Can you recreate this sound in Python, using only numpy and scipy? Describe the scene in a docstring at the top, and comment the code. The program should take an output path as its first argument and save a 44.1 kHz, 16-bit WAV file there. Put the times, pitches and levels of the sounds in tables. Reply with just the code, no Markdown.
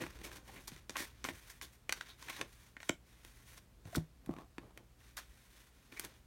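"""Tarot cards handled close to the microphone in a small, quiet room; one is laid on a cloth-covered table.
Their faces slide in a stick and slip of paper fibres, their edges scuff and snap and set the thin stock
bending, and the laid card slaps flat. A hand brushes the cloth; hand and deck bump the table, whose top
rings briefly. Behind it all lie a faint mains hum, room rumble and hiss."""
import sys
import numpy as np
from scipy import signal
from scipy.fft import rfft, irfft
from scipy.io import wavfile
from scipy.ndimage import uniform_filter1d

SR = 44100
rng = np.random.default_rng(int(sys.argv[2]) if len(sys.argv) > 2 else 0)


def store_pcm(level_fs):
    """Save levels as 16-bit WAV."""
    pcm = np.round(np.clip(level_fs, -1, 1) * 32767).astype(np.int16)
    wavfile.write(sys.argv[1], SR, np.atleast_2d(pcm).T)


N = 276066

# Tone of the quiet room. Each row: frequency in Hz, relative level in dB.
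ROOM_TONE = [(18, -54), (25, -36), (32, -12), (45, -1), (75, -6), (100, -15), (170, -15), (260, -19),
             (400, -23), (800, -29), (2000, -33), (5000, -37.5), (15500, -42.5)]
# Mains hum. Each row: multiple of the mains frequency, level in dB before the swell.
HUM_HARMONICS = [(1, -70.5), (2, -72.5), (4, -87)]
# Slow swell of rumble and hum. Each row: time in seconds, gain in dB.
LOW_SWELL = [(0, 3.5), (1.3, 1.5), (2.2, 0.5), (3.3, 0.5), (4.6, 0), (5.7, -3), (6.26, -0.5)]
# Early echoes off the table and nearby things. Each row: delay in seconds, gain in dB.
ECHOES = [(.0021, -19.5), (0.0114, -18.5), (0.017, -31)]
# Resonances of the table and things near the microphone. Each row: centre in Hz, half-width in Hz,
# gain in dB.
RESONANCES = [(324, 49, 1.5), (1073, 30, 5), (1270, 76, -2), (2260, 74, 0.5), (2860, 180, -2.5),
              (2750, 81, -0.5), (3670, 190, 2.5), (4590, 86, 2), (4830, 210, -4), (6200, 100, 1.5),
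              (9360, 260, 2.5), (10400, 160, -7.5)]
# Modes of the table top. Each row: frequency in Hz, relative level in dB, time to fall 60 dB in seconds.
TABLE_MODES = [(84.6, -5.5, 0.15), (159, 7, 0.16), (237, -9, 0.1), (255, 5.5, 0.076), (360, -13, .07),
               (560, -4, 0.027)]
# Soft bumps on the table. Each row: start in seconds, relative level in dB, pitch of the thud in Hz,
# ring of the top against the thud in dB.
BUMPS = [(.722, -54, 160, 6), (1.318, -49.5, 75, -6), (3.852, -43.5, 115, -6.5), (3.871, -48, 103, -14),
         (3.9702, -29, 249, 3), (3.975, -31, 128.7, -11), (4.272, -47, 164, 2), (4.291, -29, 260, -9),
         (4.304, -44, 160, -1)]
# Colour of brushed cloth. Each row: frequency in Hz, gain in dB.
CLOTH_COLOUR = [(70, -13), (170, 2.5), (290, 1.5), (430, -7), (750, -3), (950, -7), (1200, -3.5),
                (1500, -19), (2300, -19), (5000, -28.5), (15000, -36)]
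# A hand brushes the cloth. Each row: start in seconds, length in seconds, relative level in dB.
BRUSHES = [(4.255, 0.046, -64), (4.3, 0.043, -54.5), (4.375, 0.046, -53.5), (4.59, 0.12, -67)]
# Colour of card stock. Each row: frequency in Hz, gain in dB.
CARD_COLOUR = [(60, -17.5), (130, -5.5), (290, 4), (480, -3.5), (700, -5), (1200, -3), (1650, -1),
               (2100, -2), (2800, -4.5), (3600, -8), (4800, -8), (6300, -11), (10400, -16.5),
               (15500, -23.5)]
# Fingers drag with a dull rub on the cards or the table cloth. Each row: start in seconds,
# length in seconds, relative level in dB.
FINGER_DRAGS = [(0, 0.043, -43.5), (.1, 0.33, -59), (.46, 0.15, -61), (.69, 0.047, -72), (.9, 0.14, -62),
                (1.26, 0.066, -58.5), (1.9, 0.088, -63), (2.27, 0.036, -59), (2.395, 0.034, -47.5),
                (3.855, 0.056, -59.5), (3.96, 0.019, -45), (4.61, 0.074, -58.5), (4.76, .06, -58),
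                (5.92, 0.21, -66)]
# One card is drawn across another. Each row: start in seconds, length in seconds, relative level in dB,
# fibre hiss against that level in dB.
SLIDES = [(0, 0.22, -60.5, -6), (0.21, .16, -59.5, -3.5), (0.456, 0.21, -61.5, -2.5),
          (0.676, 0.11, -59, -6.5), (0.919, 0.16, -56.5, -4.5), (1.126, 0.19, -66, -7.5),
          (1.285, 0.088, -57, -2.5), (1.377, 0.18, -61.5, -2), (1.63, 0.037, -60, -2.5),
          (1.731, 0.0097, -63.5, 0.5), (1.915, 0.11, -56, -6.5), (2.056, 0.064, -58, -7.5),
          (2.195, 0.14, -57, -5), (2.271, 0.12, -51, -7.5), (2.481, .2, -64, -2.5),
          (2.82, 0.067, -61.5, -2), (3.065, 0.18, -67, -4), (3.235, 0.19, -64.5, -1.5),
          (3.462, 0.11, -62, -0.5), (3.863, 0.12, -64.5, -1), (5, 0.12, -66, -4), (5.201, .03, -58.5, -6),
          (5.255, 0.35, -67.5, -2), (5.513, 0.16, -63.5, -2.5), (5.702, 0.48, -69.5, -3.5),
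          (5.941, .12, -58.5, -4.5), (6.08, 0.072, -65.5, -7)]
# A card scrapes over the deck. Each row: start in seconds, length in seconds, relative level in dB,
# pitch of the flexing card in Hz, then gains in dB for that pitch, the bass and the treble.
SCUFFS = [(0, 0.039, -44, 2030, 3, 5, -5), (.234, 0.043, -49, 2530, 7.5, 3, 5),
          (0.353, 0.026, -53.5, 2400, -1, -3, 3), (0.486, .014, -53.5, 800, 12, 0, -8),
          (0.557, .04, -56, 2200, 7, 3, -8), (.6745, 0.014, -44.5, 3440, 2.5, -1, 11.5),
          (0.9555, 0.0061, -36.5, 990, 9, -17, -19), (.963, 0.088, -44.5, 1900, 6, -4, 4.5),
          (1.243, 0.036, -46.5, 2270, 7, -4.5, 1.5), (1.282, 0.034, -48.5, 1970, 7, 7, 0),
          (1.495, 0.026, -53, 2000, 9, -10, 8.5), (1.615, .038, -50, 3500, 6.5, 2, 8),
          (2.088, 0.036, -58, 3800, 14, -8, 1), (2.281, 0.017, -45.5, 2000, 4, -12, -6),
          (2.295, .012, -42, 2300, 5, -11, -0.5), (3.571, 0.02, -56.5, 1830, 3.5, -10, 3.5),
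          (3.924, 0.017, -50, 677, 27, 4, 0), (3.945, 0.0093, -47, 3550, 8, 0, 11),
          (3.949, 0.0053, -34.5, 1350, 14.5, 5.5, -17), (3.956, 0.0088, -37.5, 3560, 5.5, 8, 14.5),
          (5.167, 0.034, -46, 1320, 6, -17, 2.5), (5.917, 0.019, -54, 2300, 6, 4, -2),
          (5.965, 0.03, -52, 2180, 18, -7, 2), (6.035, 0.026, -50.5, 1970, 5, 6, 1)]
# A card edge or fingernail snaps. Each row: time in seconds, relative level in dB, pitch of the flexing
# card in Hz, then gains in dB for the bass, the treble and the top octave.
SNAPS = [(0.038, -41.5, 550, 13, -12, -12), (0.065, -46, 1040, 9, -10, -14), (0.215, -52, 2300, 11, -7, -3),
         (0.316, -51, 1900, 4, -8, -4), (0.561, -55.5, 2000, 8, -10, 3), (0.718, -53, 2000, 12, -4, 0),
         (0.763, -55, 2000, 9, -1, 2), (0.8956, -42, 730, 4.5, 3, -3), (0.905, -48, 2970, 9, 5, 2),
         (0.968, -37.5, 1940, -16, -1, 3), (1.004, -42, 2090, 8, 3, 6), (1.2423, -39.5, 2310, -2, 4.5, -3),
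         (1.25, -38.5, 1400, 0, -18, -8), (1.2875, -38, 1920, 2.5, -4.5, -15),
         (1.6136, -45.5, 1950, -20, -1, -8), (1.8938, -34, 800, -7, -2.5, -5),
         (1.9245, -31, 1650, -16, 2, 2), (2.01, -40, 1710, -32, -3.5, -12.5),
         (2.2256, -51, 1970, -1, 2.5, -4), (2.413, -35, 1700, -5, -0.5, -5.5),
         (2.7671, -47, 1880, -2, -16, -24), (2.8032, -51.5, 2240, -13, -8, -10),
         (2.8304, -49, 1750, -9, -2, -10), (3.249, -53, 1150, 1.5, 1, 7), (3.8542, -60, 695, 9, 3, -7),
         (4.2612, -58.5, 2300, -7, 2.5, 10), (4.3651, -53, 1200, 8, -13, -16),
         (4.385, -56, 1140, 7, -14, -11), (4.5825, -41.5, 1060, 9.5, -9.5, -11),
         (4.7754, -50.5, 1100, 2, -4.5, 2), (5.1699, -46.5, 3500, -12, 7, 13),
         (5.9963, -38, 1950, 3.5, 8, 16), (6.0487, -46, 1990, -10, 8, 15)]
# Colour of the laid card hitting the pile. Each row: frequency in Hz, gain in dB.
SLAP_COLOUR = [(60, -13), (130, -1.5), (300, 7), (450, -2), (600, 4), (950, -2.5), (1170, -20),
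               (1450, -2.5), (1700, -11), (2250, -0.5), (2660, -16), (3050, -6), (3700, -8.5), (4200, -21),
               (5400, -16.5), (7100, -9.5), (8000, -19.5), (15500, -32)]


def undb(db):
    """Decibels to gain."""
    return 10 ** (np.asarray(db) / 20)


def unit(x):
    """Scale to rms 1."""
    return x / np.sqrt(np.mean(x ** 2))


def at_level(x, db, over_s=0.01):
    """Scale a short sound to the level its energy has when spread over over_s."""
    return x * undb(db) * np.sqrt(SR * over_s / np.sum(x ** 2))


def add(track, s, x):
    """Mix x into the track at time s."""
    i = max(int(s * SR), 0)
    track[i:i + len(x)] += x[:N - i]


def gain_db(points, hz):
    """Read (Hz, dB) points on a log-frequency axis."""
    f, db = np.transpose(points)
    return np.interp(np.log(hz + 1), np.log(f), db)


def tinted(x, points):
    """Give a full-length track the colour of (Hz, dB) points."""
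    return irfft(rfft(x) * undb(gain_db(points, np.arange(N // 2 + 1) * SR / N)), N)


def waver(rate_hz):
    """Smooth random wavering with rms 1."""
    hold = int(SR / rate_hz)
    steps = np.repeat(rng.standard_normal(N // hold + 1), hold)[:N]
    return unit(uniform_filter1d(steps, hold))


def background(rumble_hz=200, mains_hz=59.3):
    """The room behind the cards: steady hiss, with rumble and mains hum that waver together."""
    t = np.arange(N) / SR
    air = unit(tinted(rng.standard_normal(N), ROOM_TONE)) * undb(-64)
    rumble = signal.lfilter(*signal.butter(1, rumble_hz, fs=SR), air)
    hiss = air - rumble
    hum = sum(np.sqrt(2) * undb(db) * np.sin(2 * np.pi * (multiple * mains_hz * t + rng.random()))
              for multiple, db in HUM_HARMONICS)
    swell_db = np.interp(t, *np.transpose(LOW_SWELL)) + waver(3.87)
    return hiss + (rumble + hum) * undb(swell_db)


def room(dry, t60_s=0.15, tail_db=-14, onset_s=0.0093, size=16000):
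    """A small room at close range: mostly direct sound, a few early echoes and a short, soft tail."""
    t = np.arange(size) / SR
    build_up = 1 - np.exp(-(t / onset_s) ** 2)
    tail = rng.standard_normal(size) * np.exp(-np.log(1000) * t / t60_s) * build_up
    wet = signal.fftconvolve(dry, tail / np.sqrt(np.sum(tail ** 2)))[:N] * undb(tail_db)
    for s, db in ECHOES:
        add(wet, s, dry * undb(db))
    return dry + tinted(wet, [(100, -0.5), (400, -2), (3500, 0), (8000, -2), (15000, -3)])


def table_resonance(x):
    """Everything on the table reaches the microphone with the same narrow peaks and dips."""
    hz = np.arange(N // 2 + 1) * SR / N
    response_db = sum(db / (1 + 1j * (hz - centre) / half_width) for centre, half_width, db in RESONANCES)
    return irfft(rfft(x) * undb(response_db), N)


def bending(colour, dispersion, size=2048):
    """Impulse response of a thin sheet: the lows of its bending waves arrive late."""
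    hz = np.arange(size // 2 + 1) * SR / size
    cepstrum = irfft(np.log(undb(gain_db(colour, hz))))
    minimum_phase = np.exp(rfft(2 * cepstrum[:size // 2], size) - cepstrum[0])
    lag = dispersion * (np.sqrt(hz) - hz / np.sqrt(2 * SR))  # the highest waves come at once
    return irfft(minimum_phase * np.exp(-1j * lag))[:size // 2]


def table_bumps(cycles=2.22, tap_db=-13, size=12000):
    """Cloth softens each blow to a faint tap and a dull thud, and the table top rings on."""
    out, t = np.zeros(N), np.arange(size) / SR
    top = sum(undb(db) * np.sin(2 * np.pi * hz * t) * np.exp(-np.log(1000) * t / t60)
              for hz, db, t60 in TABLE_MODES)
    tap_colour = [(100, -3), (400, -7.5), (650, 4.5), (1100, -15.5), (2000, -22), (4000, -44), (12000, -54)]
    tap = bending(tap_colour, dispersion=0.28)
    for s, db, hz, ring_db in BUMPS:
        thud = np.sin(2 * np.pi * hz * t) * np.sin(np.pi * np.minimum(hz * t / cycles, 1))
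        push = np.hanning(int(SR / hz / 2))  # a longer push reaches only the low modes
        ring = np.convolve(top, push)[:size]
        add(out, s, at_level(thud, db) + at_level(ring, db + ring_db))
        add(out, s + 0.5 / hz, at_level(tap, db + tap_db))  # once the cloth is pressed flat
    return out


def slips(n, rate_hz, spread_db):
    """Stick and slip of fibres: a random train of tiny clicks, a few much larger than the rest."""
    clicks = (rng.random(n) < rate_hz / SR) * rng.standard_normal(n)
    return clicks * undb(spread_db * np.minimum(rng.exponential(size=n), 4))


def strokes(rows, attack_s, release_s, arch_db=2.5):
    """Level in dB of hand strokes, each fastest halfway; attack and release span 20 dB."""
    t, level = np.arange(N) / SR, np.full(N, -120.)
    for s, length, db in rows:
        held = np.clip(t, s, s + length)
        slowing_db = arch_db * (2 * (held - s) / length - 1) ** 2
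        fade_db = 20 * np.maximum((held - t) / attack_s, (t - held) / release_s)
        level = np.maximum(level, db - slowing_db - fade_db)
    return level


def cloth_brush():
    """Skin catches on the weave of the cloth in coarse, dull grains."""
    grains = unit(tinted(slips(N, rate_hz=2200, spread_db=3.5), CLOTH_COLOUR))
    return grains * undb(strokes(BRUSHES, attack_s=0.043, release_s=0.051))


def slides_and_drags(gentle_db=1.2, firm_db=2.5, attack_s=0.033, release_s=0.096, tick_db=-5.5):
    """Card faces rub in the midrange, their fibres hiss above, fingers on card or cloth drag below."""
    stock_db = strokes([(s, length, db) for s, length, db, _ in SLIDES], attack_s, release_s)
    fibre_db = strokes([(s, length, db + hiss) for s, length, db, hiss in SLIDES], attack_s, release_s)
    finger_db = strokes(FINGER_DRAGS, attack_s=0.024, release_s=0.06, arch_db=5.5)
    grains = tinted(slips(N, rate_hz=11000, spread_db=1), CARD_COLOUR)
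    stock = unit(tinted(grains, [(200, -19), (500, -8), (800, -4.5), (1200, -1.5), (2200, 0.5),
                                 (3500, 2), (6500, -2), (12000, -55)]))
    fibres = unit(tinted(grains, [(1500, -23.5), (3500, -37), (6000, -5.5), (9000, 4), (13000, 7)]))
    fingers = unit(tinted(grains, [(100, 7.5), (250, -3), (500, -1), (1000, -7.5), (2000, -21.5)]))
    rub = stock * undb(stock_db) + fibres * undb(fibre_db) + fingers * undb(finger_db)
    # a light touch glides evenly, a firm one sticks and jerks
    jerks = undb(np.interp(stock_db, [-68, -56], [gentle_db, firm_db]) * waver(80))
    # edges tick where the fingers press on a moving card
    ticks = unit(tinted(slips(N, rate_hz=34, spread_db=3.5), CARD_COLOUR))
    return jerks * rub + ticks * undb((stock_db + finger_db) / 2 + tick_db)


def flexed_colour(flex_hz, flex_db, bass_db, treble_db, top_db, flex_octaves=0.28):
    """Colour of one card: its stock, the resonance of its bend, and how hard and sharply it is touched."""
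    hz = np.geomspace(60, 16000, 100)
    touch = [(350, bass_db), (650, 0), (2700, 0), (5000, treble_db), (7500, treble_db), (12000, top_db)]
    flex = flex_db * np.exp(-(np.log2(hz / flex_hz) / flex_octaves) ** 2)
    return np.transpose([hz, gain_db(CARD_COLOUR, hz) + gain_db(touch, hz) + flex])


def card_scuffs(ends_db=-9, rise_s=0.004, fall_s=0.016, crest_share=0.26):
    """A card scrapes over the deck: the friction swells to a crest, eases off and dies away."""
    out = np.zeros(N)
    for s, length, db, flex_hz, flex_db, bass_db, treble_db in SCUFFS:
        t = np.arange(-rise_s, length + fall_s, 1 / SR)
        grip_db = np.interp(t, [-rise_s, 0, length * crest_share, length, length + fall_s],
                            [-45, ends_db, 0, ends_db, -45])
        friction = undb(grip_db) * slips(len(t), rate_hz=8000, spread_db=2)
        colour = flexed_colour(flex_hz, flex_db, bass_db, treble_db, top_db=treble_db + 5)
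        scrape = signal.fftconvolve(friction, bending(colour, dispersion=0.494))
        add(out, s - rise_s, at_level(scrape, db, over_s=length))
    return out


def contact(chatter, rise_s, fall_s, low_cut_hz=700, size=1400):
    """Force of an edge that drags, clicks and chatters lightly, and the seconds leading up to the click."""
    t = (np.arange(size) - size // 2) / SR
    force = chatter * rng.standard_normal(size) * np.exp(np.minimum(t / rise_s, -t / fall_s))
    force = signal.lfilter(*signal.butter(1, low_cut_hz, "high", fs=SR), force)
    force[size // 2] += 1
    return force, -t[0]


def card_snaps(flex_db=3):
    """An edge lets go and strikes the card below."""
    out = np.zeros(N)
    for s, db, flex_hz, *touch_db in SNAPS:
        force, lead_s = contact(chatter=0.17, rise_s=0.00025, fall_s=0.0031)
        card = bending(flexed_colour(flex_hz, flex_db, *touch_db), dispersion=0.2155)
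        add(out, s - lead_s, at_level(np.convolve(force, card), db))
    return out


def card_slap(at_s=2.8936, db=-28.5):
    """The laid card whips flat on the pile, a click that falls at once to a low pat."""
    out = np.zeros(N)
    force, lead_s = contact(chatter=0.11, rise_s=0.0015, fall_s=0.0014)
    card = bending(SLAP_COLOUR, dispersion=0.92)
    add(out, at_s - lead_s, at_level(np.convolve(force, card), db))
    return out


def scene():
    """Cards and table close to one microphone, with the quiet room behind."""
    handling = undb(-1.5) * card_snaps() + card_slap()
    handling += undb(-0.9) * card_scuffs() + undb(-3.5) * slides_and_drags()
    table = cloth_brush() + undb(-4.5) * table_bumps()
    return (room(table_resonance(handling + table)) + background())[None]


def record(dry, low_cut_hz=32, high_cut_hz=16100):
    """The recorder drops the deepest bass and cuts the top."""
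    thinned = signal.sosfilt(signal.butter(6, low_cut_hz, "high", fs=SR, output="sos"), dry)
    return signal.sosfilt(signal.ellip(8, 0.2, 70, high_cut_hz, fs=SR, output="sos"), thinned)


dry = scene()
out = record(dry)
store_pcm(out)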